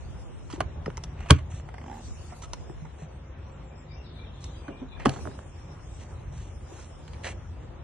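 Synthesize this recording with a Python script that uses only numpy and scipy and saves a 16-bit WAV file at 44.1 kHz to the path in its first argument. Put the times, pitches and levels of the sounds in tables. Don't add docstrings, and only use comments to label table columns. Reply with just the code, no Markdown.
import sys
import numpy as np
from scipy import signal
from scipy.fft import rfft, irfft, next_fast_len
from scipy.io import wavfile
from scipy.ndimage import uniform_filter1d, map_coordinates

SR = 44100
rng = np.random.default_rng(int(sys.argv[2]) if len(sys.argv) > 2 else 0)


def undo_db(level):
    steps = np.asarray(level, float) / 20
    return 10 ** steps


def generate_wav(signal):
    frames = np.transpose(np.atleast_2d(signal))
    scaled = np.clip(frames, -1, 1) * 32767
    pcm = np.round(scaled).astype(np.int16)
    wavfile.write(sys.argv[1], SR, pcm)


N = 345341

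# f/Hz, level/dB
WIND_SPECTRUM = [(12, -84), (20, -48.5), (36, -3.5), (75, 3), (97, -1.5), (113, -6), (150, -4.5),
                 (178, -17.5), (226, -18.5), (259, -26), (300, -25), (390, -60), (660, -120)]
# f/Hz, level/dB
TRAFFIC_SPECTRUM = [(100, -36.5), (170, -2), (312, -5.5), (345, -1.5), (439, -7), (535, -3.5), (616, -7),
                    (865, -8), (1460, -16), (3000, -23), (3700, -26), (6500, -39), (11000, -120)]
# f/Hz, level/dB
CLOTH_SPECTRUM = [(1470, -46), (2500, -7), (3180, -13), (4860, -8), (5620, -5.5), (8060, -9), (9330, -11.5),
                  (9690, -12), (10100, -15), (11400, -11.5), (14800, -91.5), (22000, -120)]
# f/Hz, level/dB
EDDY_SPECTRUM = [(15, -60), (35, -6), (65, 2.5), (110, -6.5), (200, -17), (400, -28), (800, -48),
                 (1500, -120)]
# t/s, level/dB
GUSTS = [(0.0, -41.5), (0.41, -49), (0.74, -40.5), (1.16, -40), (1.42, -40), (2.14, -48.5), (2.55, -47.5),
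         (2.92, -46), (3.58, -45.5), (3.75, -46), (4.23, -45.5), (4.64, -46), (4.93, -45.5), (5.17, -45.5),
         (6.56, -46), (6.96, -46), (7.26, -44.5), (7.83, -46.5)]
# t/s, level/dB
EDDIES = [(0, -48.5), (.45, -42), (.75, -48.5), (1.0, -60), (1.95, -63.5), (2.12, -40.5), (2.3, -58),
          (2.45, -46), (2.65, -40), (2.95, -55.5), (3.1, -61.5), (4.6, -61.5), (4.849, -55), (5.12, -40),
          (5.45, -59), (5.7, -60), (6.002, -53.5), (7.83, -54.5)]
# t/s, level/dB
SLEEVE = [(0.0, -68.5), (0.94, -75.5), (1.35, -77.5), (1.811, -73.5), (2.05, -63.5), (2.36, -66),
          (2.699, -71), (3.301, -79.5), (4.32, -80), (4.56, -71.5), (5.01, -82.5), (5.21, -63.5),
          (5.52, -73), (5.93, -68.5), (6.239, -76.5), (6.82, -67), (7.18, -70), (7.83, -80.5)]
PORTS_DB, SLEEVE_DB = 3, 3.5
TRAFFIC_DB, CARRIED = -52, 0.23

# f/Hz, correlation
ALIKE = [(30, 0.99), (60, 1), (130, 1), (270, 0.93), (560, 0.12), (1170, 0.36), (2470, 0.28), (5180, -0.33),
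         (10900, -0.34)]
# f/Hz, phase/rad
LEAD = [(200, 0), (560, -1.5), (900, -.6), (1380, .4), (2410, -.9), (4050, 0), (5000, -1.9), (11000, -1.9)]
# f/Hz, level/dB
TILT = [(60, -13.5), (110, -10), (190, 7.5), (340, 17), (610, -6), (1080, -8), (1920, 0.5), (3430, -3.5),
        (6110, 3.5), (10900, -0.5)]
# f/Hz, t60/s
YARD = [(200, .2), (2000, .14), (5000, .08), (10000, .05)]
# f/Hz, t60/s
TREES = [(2000, .22), (3500, .3), (8000, .25)]
# f/Hz, level/dB
GATE = [(1000, -118), (2500, -106), (3400, -100), (4000, -96), (5000, -95.5), (5600, -103), (8000, -106),
        (9300, -103.5), (10000, -99), (11500, -92), (11900, 0)]
# f/Hz, level/dB
SIDE_GATE = [(86, -78), (258, -81), (430, -120), (1250, -120), (1500, -88.5), (2100, -88.5), (2400, -120)]

# t/s, level/dB
OPENING = [
    (3.511, -73),
    (3.639, -71),
    (3.769, -68.5),
]
# t/s, length/s, start f/Hz, end f/Hz
GLIDES = [(4.037, 0.07, 4900, 3250), (4.138, 0.065, 4350, 3350), (4.24, 0.055, 4000, 2900),
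          (4.335, 0.055, 4100, 3150), (4.42, .07, 4400, 3300), (4.51, 0.055, 4900, 3000),
          (4.772, 0.035, 4120, 3050), (4.883, 0.05, 4200, 3450)]
# t/s, f/Hz, level/dB
HELD = [(3.7, 2400, -67), (3.754, 5280, -69), (3.87, 3740, -68), (3.9, 2340, -63), (3.958, 2700, -61),
        (4.187, 2370, -61), (4.25, 3200, -66), (4.26, 2720, -67), (4.53, 3250, -66), (4.56, 4800, -69),
        (4.635, 2430, -61), (4.72, 2430, -61), (4.89, 3500, -63), (4.91, 2420, -61), (4.96, 2420, -63)]
# t/s, length/s, start f/Hz, end f/Hz, level/dB
SLURS = [(3.886, .06, 4400, 5100, -67), (3.905, .07, 4700, 5500, -67), (3.93, .06, 5200, 6000, -68),
         (4.0, .08, 5600, 5200, -69), (3.43, .06, 5500, 5800, -73), (4.6, .05, 3900, 3000, -66),
         (4.68, .05, 3500, 2700, -65)]
OPENING_S, OPENING_HZ, OPENING_END_HZ = 0.06, 7640, 6760
GLIDE_DB, HELD_S = -62.5, .062
ANSWER_S, ANSWER_DB, ANSWER_PITCH = .022, -2, 1.06

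# t/s, length/s, f/Hz, level/dB
HUMS = [
    (3.05, .85, 535, -62),
    (3.43, .35, 1350, -69),
    (2.1, .4, 1330, -69),
    (5.3, 1.8, 80, -46),
    (7.1, .72, 84, -45),
]
HUM_WIDTH_HZ = 8.4

# t/s, level/dB, crack level over it/dB, t60/s, ring f/Hz
GRIT = [(7.079, -35.5, -10.5, 0.024, 1500), (7.134, -36, -8, 0.016, 1610), (7.143, -39.5, -25, 0.041, 2270),
        (7.237, -34, -16, .02, 3370), (7.244, -24.5, -12, 0.027, 1900), (7.25, -37, -17, .025, 2500),
        (7.255, -32, -18, 0.027, 2240), (7.27, -25, -19, 0.041, 2450), (7.279, -45, -28, 0.033, 1790),
        (7.291, -37, -26, 0.032, 1990), (7.318, -52, -28, 0.024, 1900)]
# f/Hz, width/Hz, level/dB
STONE = [(1800, 500, 0), (2500, 500, -1), (4000, 500, -3)]
# t/s, length/s, scrape level/dB, hiss level/dB
SCUFFS = [(0.5, 0.079, -54.5, -52.5), (1.498, 0.13, -61, -54.5), (2.293, 0.038, -56.5, -78),
          (2.417, 0.048, -55, -49), (2.98, 0.092, -59, -60), (4.405, 0.091, -79, -56.5),
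          (4.994, 0.059, -45.5, -65), (5.073, 0.14, -55.5, -53), (5.989, 0.085, -61, -57),
          (6.321, 0.21, -67, -57.5), (6.72, 0.19, -63, -57), (7.232, 0.11, -42.5, -46.5),
          (7.242, 0.063, -42.5, -56)]
# f/Hz, width/Hz, level/dB
SOLE = [(536, 93, 6), (1900, 116, 6.5), (2500, 210, 3), (3300, 220, -8.5), (3920, 110, -9.5)]

# f/Hz, level/dB, t60/s
SNAP_SKIN = [(43.9, -4.5, .02), (74.2, -19.5, .35), (81.5, -12.5, .35), (87.2, -17.5, .35),
             (122.3, -18, .29), (137.4, -4.5, .118), (188.9, -10, .058), (267, -22.5, .17),
             (285.5, -16, .1), (303, -20, .12), (428, -13, .07)]
# f/Hz, level/dB, t60/s
STOP_SKIN = [(89.3, -10.5, .02), (138.3, -24, .25), (192.6, -5.5, .028), (232.3, -4, .024),
             (282.2, -13, .062), (326.1, -5, .02), (379.5, -5, .02), (561.6, -16, .039),
             (761.5, -9.5, .035), (841.5, -17.5, .059)]
# t/s, f/Hz, level/dB, t60/s
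REBOUND = (1.3165, 57, -8, .075)
# t/s, f/Hz, level/dB, t60/s
THUMPS = [(.536, 306, -21, 0.033), (0.58, 348, -31.5, 0.09), (.607, 720, -7.5, 0.0089),
          (0.6, 104, -21, 0.11), (0.66, 74.5, -9, 0.025), (0.88, 440, -13.5, 0.016),
          (0.88, 155, -20, 0.049), (1.306, 1085, -10, 0.03), (1.3014, 500, -14.5, 0.053),
          (1.536, 80, -23, 0.11), (1.632, 108, -28, 0.068), (2.698, 138.3, -34.5, 0.16),
          (2.7, 340, -31, 0.049), (2.821, 157, -32, 0.19), (3.02, 650, -40.5, 0.041),
          (3.021, 155, -30.5, 0.14), (4.685, 280, -26.5, 0.053), (4.818, 255, -27, 0.13),
          (5.274, 600, -36, 0.07), (5.256, 606, -36, 0.06), (5.085, 760, -32.5, 0.1),
          (.861, 1270, -25, .018), (2.534, 620, -31.5, 0.021), (2.991, 420, -44.5, 0.097)]
# t/s, level/dB, t60/s, top f/Hz
THUDS = [
    (.608, -28.5, 0.086, 503),
    (.864, -29.5, 0.083, 500),
    (1.307, -13.5, 0.076, 528),
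    (4.686, -34.5, 0.22, 435),
    (4.822, -41, 0.15, 490),
    (5.075, -29, 0.21, 695),
    (5.165, -39, 0.36, 387),
    (5.261, -30.5, 0.13, 450),
]
SNAP_CREST_S, SNAP_LAST_S = 1.3171, 1.31
STOP_S, STOP_LAG_CYCLES = 5.0524, 3.065
PANEL_HZ, PANEL_DB, PANEL_T60 = 236.4, -3.5, 0.054

SWING = [(.971, -33, -5.5, 0.017, 2080), (0.977, -30, -11, 0.019, 890), (1.037, -36, -1, 0.036, 730),
         (2.322, -39, -23, 0.091, 720), (2.421, -39.5, -14, 0.037, 990), (2.434, -42.5, -18, 0.086, 1287),
         (2.533, -30, -6, 0.034, 995), (2.696, -39.5, -24.5, 0.02, 680), (2.85, -41, -25, 0.065, 885),
         (3.022, -44, -22.5, 0.025, 640), (4.441, -45, 1.5, 0.036, 1010), (6.323, -54.5, -9, 0.12, 730),
         (6.607, -46.5, -32, 0.032, 786), (6.79, -46, -14, 0.031, 1500)]
STOP = [(4.681, -31, -27.5, 0.031, 1500), (4.818, -49.5, -44, 0.034, 594), (4.968, -46.5, -31, 0.09, 1660),
        (4.998, -32.5, -19, 0.017, 1800), (5.053, -20.5, -17, 0.014, 1960),
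        (5.0565, -9.5, -21.5, 0.019, 1105), (5.058, -15.5, -15, 0.015, 2580),
        (5.063, -25.5, -16, 0.024, 1950), (5.069, -26, -15, 0.015, 2950), (5.079, -37.5, -17, .1, 985),
        (5.093, -29.5, -4, 0.022, 1630), (5.137, -40, -11, 0.042, 1110), ]
RATTLE = [(5.162, -25, -27, 0.019, 1100), (5.168, -34, -27.5, 0.099, 697), (5.188, -30, -38, 0.037, 785),
          (5.254, -24.5, -37, 0.01, 1330), (5.273, -22, -29, 0.007, 1390), (5.279, -39.5, -33, 0.049, 656),
          (5.314, -29, -39, 0.016, 950), (5.39, -26.5, -22, 0.0079, 1140)]
HANDLE = [(0.5, -41, -15, 0.1, 982), (0.534, -39, -21, 0.027, 855), (0.559, -40.5, -14, 0.023, 907),
          (.512, -43, -4, .02, 5800), (.526, -37.5, -10, 0.03, 4800), (.529, -44, -20, .03, 3300),
          (.6025, -46, -3, 0.0083, 3000), (0.6048, -15, -13.5, 0.012, 761),
          (.6055, -12, -22.5, 0.0085, 1495), (.858, -39.5, -10.5, 0.028, 2500),
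          (0.86, -27.5, -23, 0.015, 1900), (.861, -39, -15, 0.021, 5170), (0.902, -30, -21, 0.01, 1230),
          (1.204, -39, -13, 0.041, 769), (1.258, -38.5, -21, 0.084, 685), (1.386, -39, -15, 0.071, 628),
          (1.518, -45.5, -25, 0.049, 720), (1.598, -35, -16.5, 0.012, 600)]
LATCH = [(0.611, -25.5, -12, 0.016, 2980), (1.288, -40, -16, 0.027, 1000), (1.296, -36.5, -10.5, .03, 1500),
         (1.3015, -10, -36.5, 0.013, 1500), (1.302, -14, -35, 0.019, 800), (1.3052, -12, 0, 0.025, 1100),
         (1.3068, -3, -3.5, 0.0098, 2950), (1.3085, -13, -10, 0.015, 1900), (1.312, -24.5, -2, 0.027, 2167)]

FRAME = [(450, 350, -2), (950, 600, 0), (1400, 500, -1), (2050, 400, 0), (2850, 500, -12)]
CATCH = [(400, 300, 0), (800, 450, 1), (1450, 700, 0), (1950, 500, -4)]
HINGE = [(815, 86, -8), (1215, 24, -6), (1500, 270, -6.5), (2100, 490, -5.5), (2770, 31, -42)]
PLASTIC = [(1090, 500, 0), (1450, 500, -1), (2000, 500, -2), (2950, 500, -3)]
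TONGUE = [(1085, 160, -1), (1550, 260, 1.5), (1860, 370, -1.5), (2224, 200, -1.5), (2950, 250, -3.5)]
BOLT = [(1100, 300, -10.5), (1900, 300, -2), (2680, 150, 0)]
# f/Hz, level/dB
CRACK = [(1290, -65.5), (2200, 0), (3170, 10), (3840, 1), (4220, 4.5), (6380, 2.5), (6880, 0),
         (10000, -1.5), (10700, -5.5), (11500, -34.5), (14800, -80.5), (22000, -120)]
# f/Hz, level/dB
TICK = [(1290, -34), (2200, -7), (4770, -6), (5460, 3), (6550, -2.5), (7150, -12.5), (10300, -11.5),
        (11000, -22), (14300, -65), (22000, -120)]
# t/s, length/s, scrape level/dB, hiss level/dB
SLIDES = [
    (1.16, 0.22, -56.5, -68),
    (1.2, 0.22, -63, -73),
    (1.286, 0.037, -43.5, -46.5),
    (1.32, 0.1, -54, -60),
]

# t/s, slip level/dB
PULL = [(1.688, -31), (1.741, -28), (1.785, -31.5), (1.81, -35.5), (1.865, -32), (1.92, -31), (1.98, -39),
        (2.02, -41)]
CREAK_S, FIRST_GAP_S, LAST_GAP_S, QUICKEN = 1.688, .053, .012, .7
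SLIP_SCATTER_DB, SLIP_CRACK_DB, SLIP_T60 = -0.3, -22.5, 0.03
SLACK_HZ, PLATE_HZ, PLATE_SCATTER_HZ = 720, 820, 30


def unit(x):
    return x / np.sqrt(np.mean(x ** 2) + 1e-20)


def along(points, hz):
    f, v = np.transpose(points)
    return np.interp(np.log(hz + 1), np.log(f + 1), v)


def over_time(points):
    return np.interp(np.arange(N) / SR, *np.transpose(points))


def wobble(rate):
    knots = rng.standard_normal(int(N * rate / SR) + 4)
    return map_coordinates(knots, [np.arange(N) * rate / SR])


def filtered(x, response):
    m = next_fast_len(N + 8192)
    return irfft(rfft(x, m) * response(np.fft.rfftfreq(m, 1 / SR)), m)[..., :N]


def shaped(x, spectrum):
    return filtered(x, lambda hz: undo_db(along(spectrum, hz)))


def resonant(peaks, widen):
    def response(f):
        total = 0
        for k, (centre, width, db) in enumerate(peaks):
            damping = 1j * f * width * widen
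            total = total + (-1) ** k * undo_db(db) * damping / (centre * centre - f * f + damping)
        return total
    return response


def rush(spectrum, patchy_db):
    z = signal.stft(rng.standard_normal((2, N)), nperseg=512)[2]
    field = uniform_filter1d(uniform_filter1d(rng.standard_normal(z.shape[1:]), 6, 0), 10, 1)
    pair = signal.istft(z * undo_db(patchy_db * unit(field)), nperseg=512)[1][:, :N]

    def spread(hz):
        turn = np.arccos(np.clip(along(ALIKE, hz), -1, 1)) / 2
        return undo_db(along(spectrum, hz)) * np.array([np.cos(turn), np.sin(turn)])
    mid, side = filtered(pair, spread)
    return np.array([mid + side, mid - side]) / np.sqrt(np.mean(mid ** 2))


def add(track, s, sound, pan_db):
    track[:, round(s * SR):][:, :len(sound)] += undo_db([[pan_db / 2], [-pan_db / 2]]) * sound


def walls(x, decays):
    hz, t, z = signal.stft(rng.standard_normal((2, SR // 2)), SR, nperseg=256)
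    tail = signal.istft(z * undo_db(-60 * t / along(decays, hz)[:, None]), SR, nperseg=256)[1]
    return signal.fftconvolve(x, tail / np.linalg.norm(tail[0]), axes=1)[:, :N]


def contacts(events, body, crack, widen, db, ring_db, crack_db, quick, pan_db, blow_db=-40, give=2, rise_s=0.00043):
    jolts, cracks, rings = np.zeros((3, 2, N + SR))
    t = np.arange(SR // 5) / SR
    rise = 1 - np.exp(-t / rise_s)
    for s, peak_db, bright_db, t60, hz in events:
        rough, bright = rng.standard_normal((2, len(t)))
        dying = undo_db(peak_db - 60 * t / t60) * rise
        add(jolts, s, undo_db(db) * dying * rough, pan_db)
        add(jolts, s, undo_db(peak_db + blow_db) * np.ones(1), pan_db)
        add(rings, s, undo_db(ring_db) * dying * np.sin(2 * np.pi * hz * t), pan_db)
        snap = undo_db(peak_db + bright_db + crack_db - 60 * t / (quick * t60)) * rise
        add(cracks, s, snap * bright, pan_db)
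    shaken = filtered(jolts[:, :N], lambda hz: resonant(body, widen)(hz) / (1 + 1j * hz / 2400) ** give)
    return rings[:, :N] + shaken + shaped(cracks[:, :N], crack)


def rubbing(strokes, body):
    low, high = np.zeros((2, 2, N + SR))
    for s, length, low_db, high_db in strokes:
        u = np.linspace(0, 1, round(length * SR))
        stroke = np.sin(np.pi * u ** .6) ** .9
        add(low, s, undo_db(low_db) * stroke, pan_db=0.0)
        add(high, s, undo_db(high_db) * stroke, pan_db=-3.5)
    grain = undo_db(2.0 * wobble(200)) * rng.standard_normal((2, N))
    scrape = unit(filtered(grain[0], resonant(body, 3.1)))

    def hiss_response(hz):
        dip = 1 - .7 * np.exp(-((hz - 5000) / 600) ** 2)
        return undo_db(along(CLOTH_SPECTRUM, hz)) / (1 + (hz / 9500) ** 8) * dip
    hiss = unit(filtered(grain[1], hiss_response))
    return low[:, :N] * scrape + high[:, :N] * hiss


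def traffic():
    gust_db = over_time(GUSTS)
    level_db = TRAFFIC_DB + CARRIED * (gust_db - gust_db.mean()) + 0.95 * wobble(9.2)
    return undo_db(level_db) * rush(TRAFFIC_SPECTRUM, patchy_db=1.5)


def wind():
    level_db = over_time(GUSTS) + PORTS_DB + 0.35 * wobble(57) + 1.6 * wobble(5)
    rumble = undo_db(level_db) * rush(WIND_SPECTRUM, patchy_db=0.1)
    eddies = unit(shaped(rng.standard_normal(N), EDDY_SPECTRUM))
    eddies = eddies * undo_db(over_time(EDDIES) + 2.5 * wobble(12))
    return rumble + eddies * [[1], [-1]]


def bird():
    out, warble = np.zeros((2, N + SR)), wobble(160)
    song = [(s, OPENING_S, OPENING_HZ, OPENING_END_HZ, db) for s, db in OPENING]
    song += [(*note, GLIDE_DB) for note in GLIDES]
    song += [tuple(note) for note in SLURS]
    for s, length, a, b in GLIDES:
        song.append((s + ANSWER_S, length, ANSWER_PITCH * a, ANSWER_PITCH * b, GLIDE_DB + ANSWER_DB))
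    song += [(s, HELD_S, hz, hz, db) for s, hz, db in HELD]
    for s, length, start_hz, end_hz, db in song:
        u = np.linspace(0, 1, round(length * SR))
        span_hz = end_hz - start_hz
        glide = span_hz * u ** (2.5 if start_hz > 6000 else .45)
        waver = (.12 * span_hz + 45) * warble[round(s * SR):][:len(u)]
        phase = 2 * np.pi * np.cumsum(start_hz + glide + waver) / SR
        add(out, s, undo_db(db) * np.sin(np.pi * u) ** 0.028 * np.sin(phase), 0)
    out = out[:, :N] * undo_db(2.5 * wobble(120))
    return undo_db(3) * out * [[1], [0]] + undo_db(2) * walls(out, TREES)


def sleeve():
    level_db = over_time(SLEEVE) + SLEEVE_DB + 0.95 * wobble(25) + 1.4 * wobble(6.8)
    return undo_db(level_db) * rush(CLOTH_SPECTRUM, patchy_db=4.0)


def shoes():
    crushed = contacts(GRIT, STONE, CRACK, widen=0.98, blow_db=16, db=4.5, ring_db=-16.5, crack_db=0.0,
                       quick=0.8, pan_db=-4.0, give=1.1)
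    return crushed + rubbing(SCUFFS, SOLE)


def hums():
    out = np.zeros((2, N + SR))
    for s, length, hz, db in HUMS:
        hum = filtered(rng.standard_normal(N), resonant([(hz, HUM_WIDTH_HZ, 0)], 0.82))
        hum = unit(hum)[:round(length * SR)]
        add(out, s, undo_db(db) * np.sqrt(np.hanning(len(hum))) * hum, 0)
    return out[:, :N]


def thuds():
    out, t = np.zeros((2, N + SR)), np.arange(SR // 4) / SR
    for s, db, t60, top_hz in THUDS:
        band = signal.butter(2, [100, top_hz], "band", fs=SR, output="sos")
        dull = unit(signal.sosfilt(band, rng.standard_normal(len(t))))
        add(out, s, dull * undo_db(db - 60 * t / t60) * (1 - np.exp(-t / 0.00099)), .5)
    return out[:, :N]


def booms(slipping):
    out, t = np.zeros((2, N + SR)), np.arange(SR // 2) / SR
    blows = [(min(SNAP_CREST_S - 3 / 4 / mode[0], SNAP_LAST_S), *mode) for mode in SNAP_SKIN]
    blows += [(STOP_S + STOP_LAG_CYCLES / mode[0], *mode) for mode in STOP_SKIN]
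    blows += [REBOUND, *THUMPS]
    blows += [(s, PANEL_HZ, db + PANEL_DB, PANEL_T60) for s, db, *_ in slipping]
    for s, hz, db, t60 in blows:
        swell = 1 - np.exp(-3.1 * hz * t)
        add(out, s, -undo_db(db - 60 * t / t60) * swell * np.sin(2 * np.pi * hz * t), .4)
    return out[:, :N]


def swing():
    return contacts(SWING, FRAME, TICK, widen=0.45, db=10.0, ring_db=-3.5, crack_db=15.5, quick=0.74, pan_db=-1.0)


def stop():
    knock = contacts(STOP, CATCH, CRACK, widen=1.4, db=13.0, ring_db=-4.0, crack_db=8.0, quick=0.81,
                     pan_db=-2.5, give=2.1)
    rattle = contacts(RATTLE, CATCH, CRACK, widen=1.27, db=1, ring_db=-11, crack_db=8.0, quick=0.73,
                      pan_db=-5.5, blow_db=22.5, give=3.3)
    return knock + rattle


def slips(count):
    slack = QUICKEN ** np.arange(count)
    gaps = LAST_GAP_S + (FIRST_GAP_S - LAST_GAP_S) * slack
    times = CREAK_S + np.cumsum(gaps) - gaps
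    peaks_db = np.interp(times, *np.transpose(PULL)) + SLIP_SCATTER_DB * rng.standard_normal(count)
    ring_hz = PLATE_HZ + (SLACK_HZ - PLATE_HZ) * slack + PLATE_SCATTER_HZ * rng.standard_normal(count)
    return [(s, db, SLIP_CRACK_DB, SLIP_T60, hz) for s, db, hz in zip(times, peaks_db, ring_hz)]


def hinge(creak):
    ticks = contacts(creak[:6], FRAME, CRACK, widen=0.66, blow_db=19.5, db=5.5, ring_db=-9.5, crack_db=4.0,
                     quick=0.77, pan_db=-1.5)
    buzz = contacts(creak[6:], HINGE, CRACK, widen=2.5, db=11.5, ring_db=2.5, crack_db=16, quick=0.24,
                    pan_db=0.5, rise_s=0.002)
    return ticks + buzz


def handle():
    return contacts(HANDLE, PLASTIC, CRACK, widen=0.62, blow_db=15.5, db=11.0, ring_db=-1.5, crack_db=4.5,
                    quick=1.0, pan_db=-1.5)


def latch():
    snap = contacts(LATCH, TONGUE, CRACK, widen=1.5, blow_db=17, db=16, ring_db=-9.5, crack_db=3.0,
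                    quick=0.94, pan_db=-0.5)
    return snap + rubbing(SLIDES, BOLT)


def scene():
    air = traffic() + wind() + sleeve()
    outdoors = undo_db([[.45], [-.45]]) * air + bird() + hums()
    creak = slips(count=16)
    near = shoes() + swing() + stop() + hinge(creak) + handle() + latch()
    low = booms(creak[3:]) + thuds()

    def to_ports(hz):
        half = undo_db(along(TILT, hz) / 2) * np.exp(.5j * along(LEAD, hz))
        return np.array([half, 1 / half])
    near_ports = filtered(near, to_ports)
    low = filtered(low, lambda hz: np.exp(.5j * along(LEAD, hz) * [[1], [-1]]))
    yard = walls(near + undo_db(-4.5) * low, YARD)
    return near_ports + low + undo_db(-14.5) * yard + outdoors


def drop_weak_bands(x):
    frames = dict(window="cosine", nperseg=2048, noverlap=1024)
    both = np.pad([x[0] + x[1], x[0] - x[1]], ((0, 0), (385, 0))) / 2
    hz, _, z = signal.stft(both, SR, **frames)
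    band_hz = hz[4::8]
    bands = np.mean(abs(z[:, :1024].reshape(2, 128, 8, -1)) ** 2, axis=2)
    bands = np.maximum(bands / 2, uniform_filter1d(bands, 3))
    treble = np.median(bands[:, 20:52], axis=1, keepdims=True)
    loud_db = 10 * np.log10(treble + 1e-20) + 102
    whim_db = 3.2 * unit(uniform_filter1d(rng.standard_normal(bands.shape), 3))
    floor_db = np.maximum(along(GATE, band_hz), [-120 + 0 * band_hz, along(SIDE_GATE, band_hz)])
    limit_db = floor_db[..., None] + .55 * loud_db + whim_db
    z[:, :1024] *= np.repeat(bands > undo_db(2 * limit_db), 8, axis=1)
    mid, side = signal.istft(z, SR, **frames)[1][:, 385:][:, :N]
    return np.array([mid + side, mid - side])


def roll_off(x):
    return signal.sosfilt(signal.butter(12, 11500, fs=SR, output="sos"), x)


def record(dry):
    bass_cut = filtered(dry, lambda hz: 1 / np.sqrt(1 + (35 / (hz + 1)) ** 8))
    rounded = bass_cut / (1 + abs(bass_cut / .9) ** 6) ** (1 / 6)
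    return roll_off(drop_weak_bands(rounded))


dry = scene()
out = record(dry)
generate_wav(out)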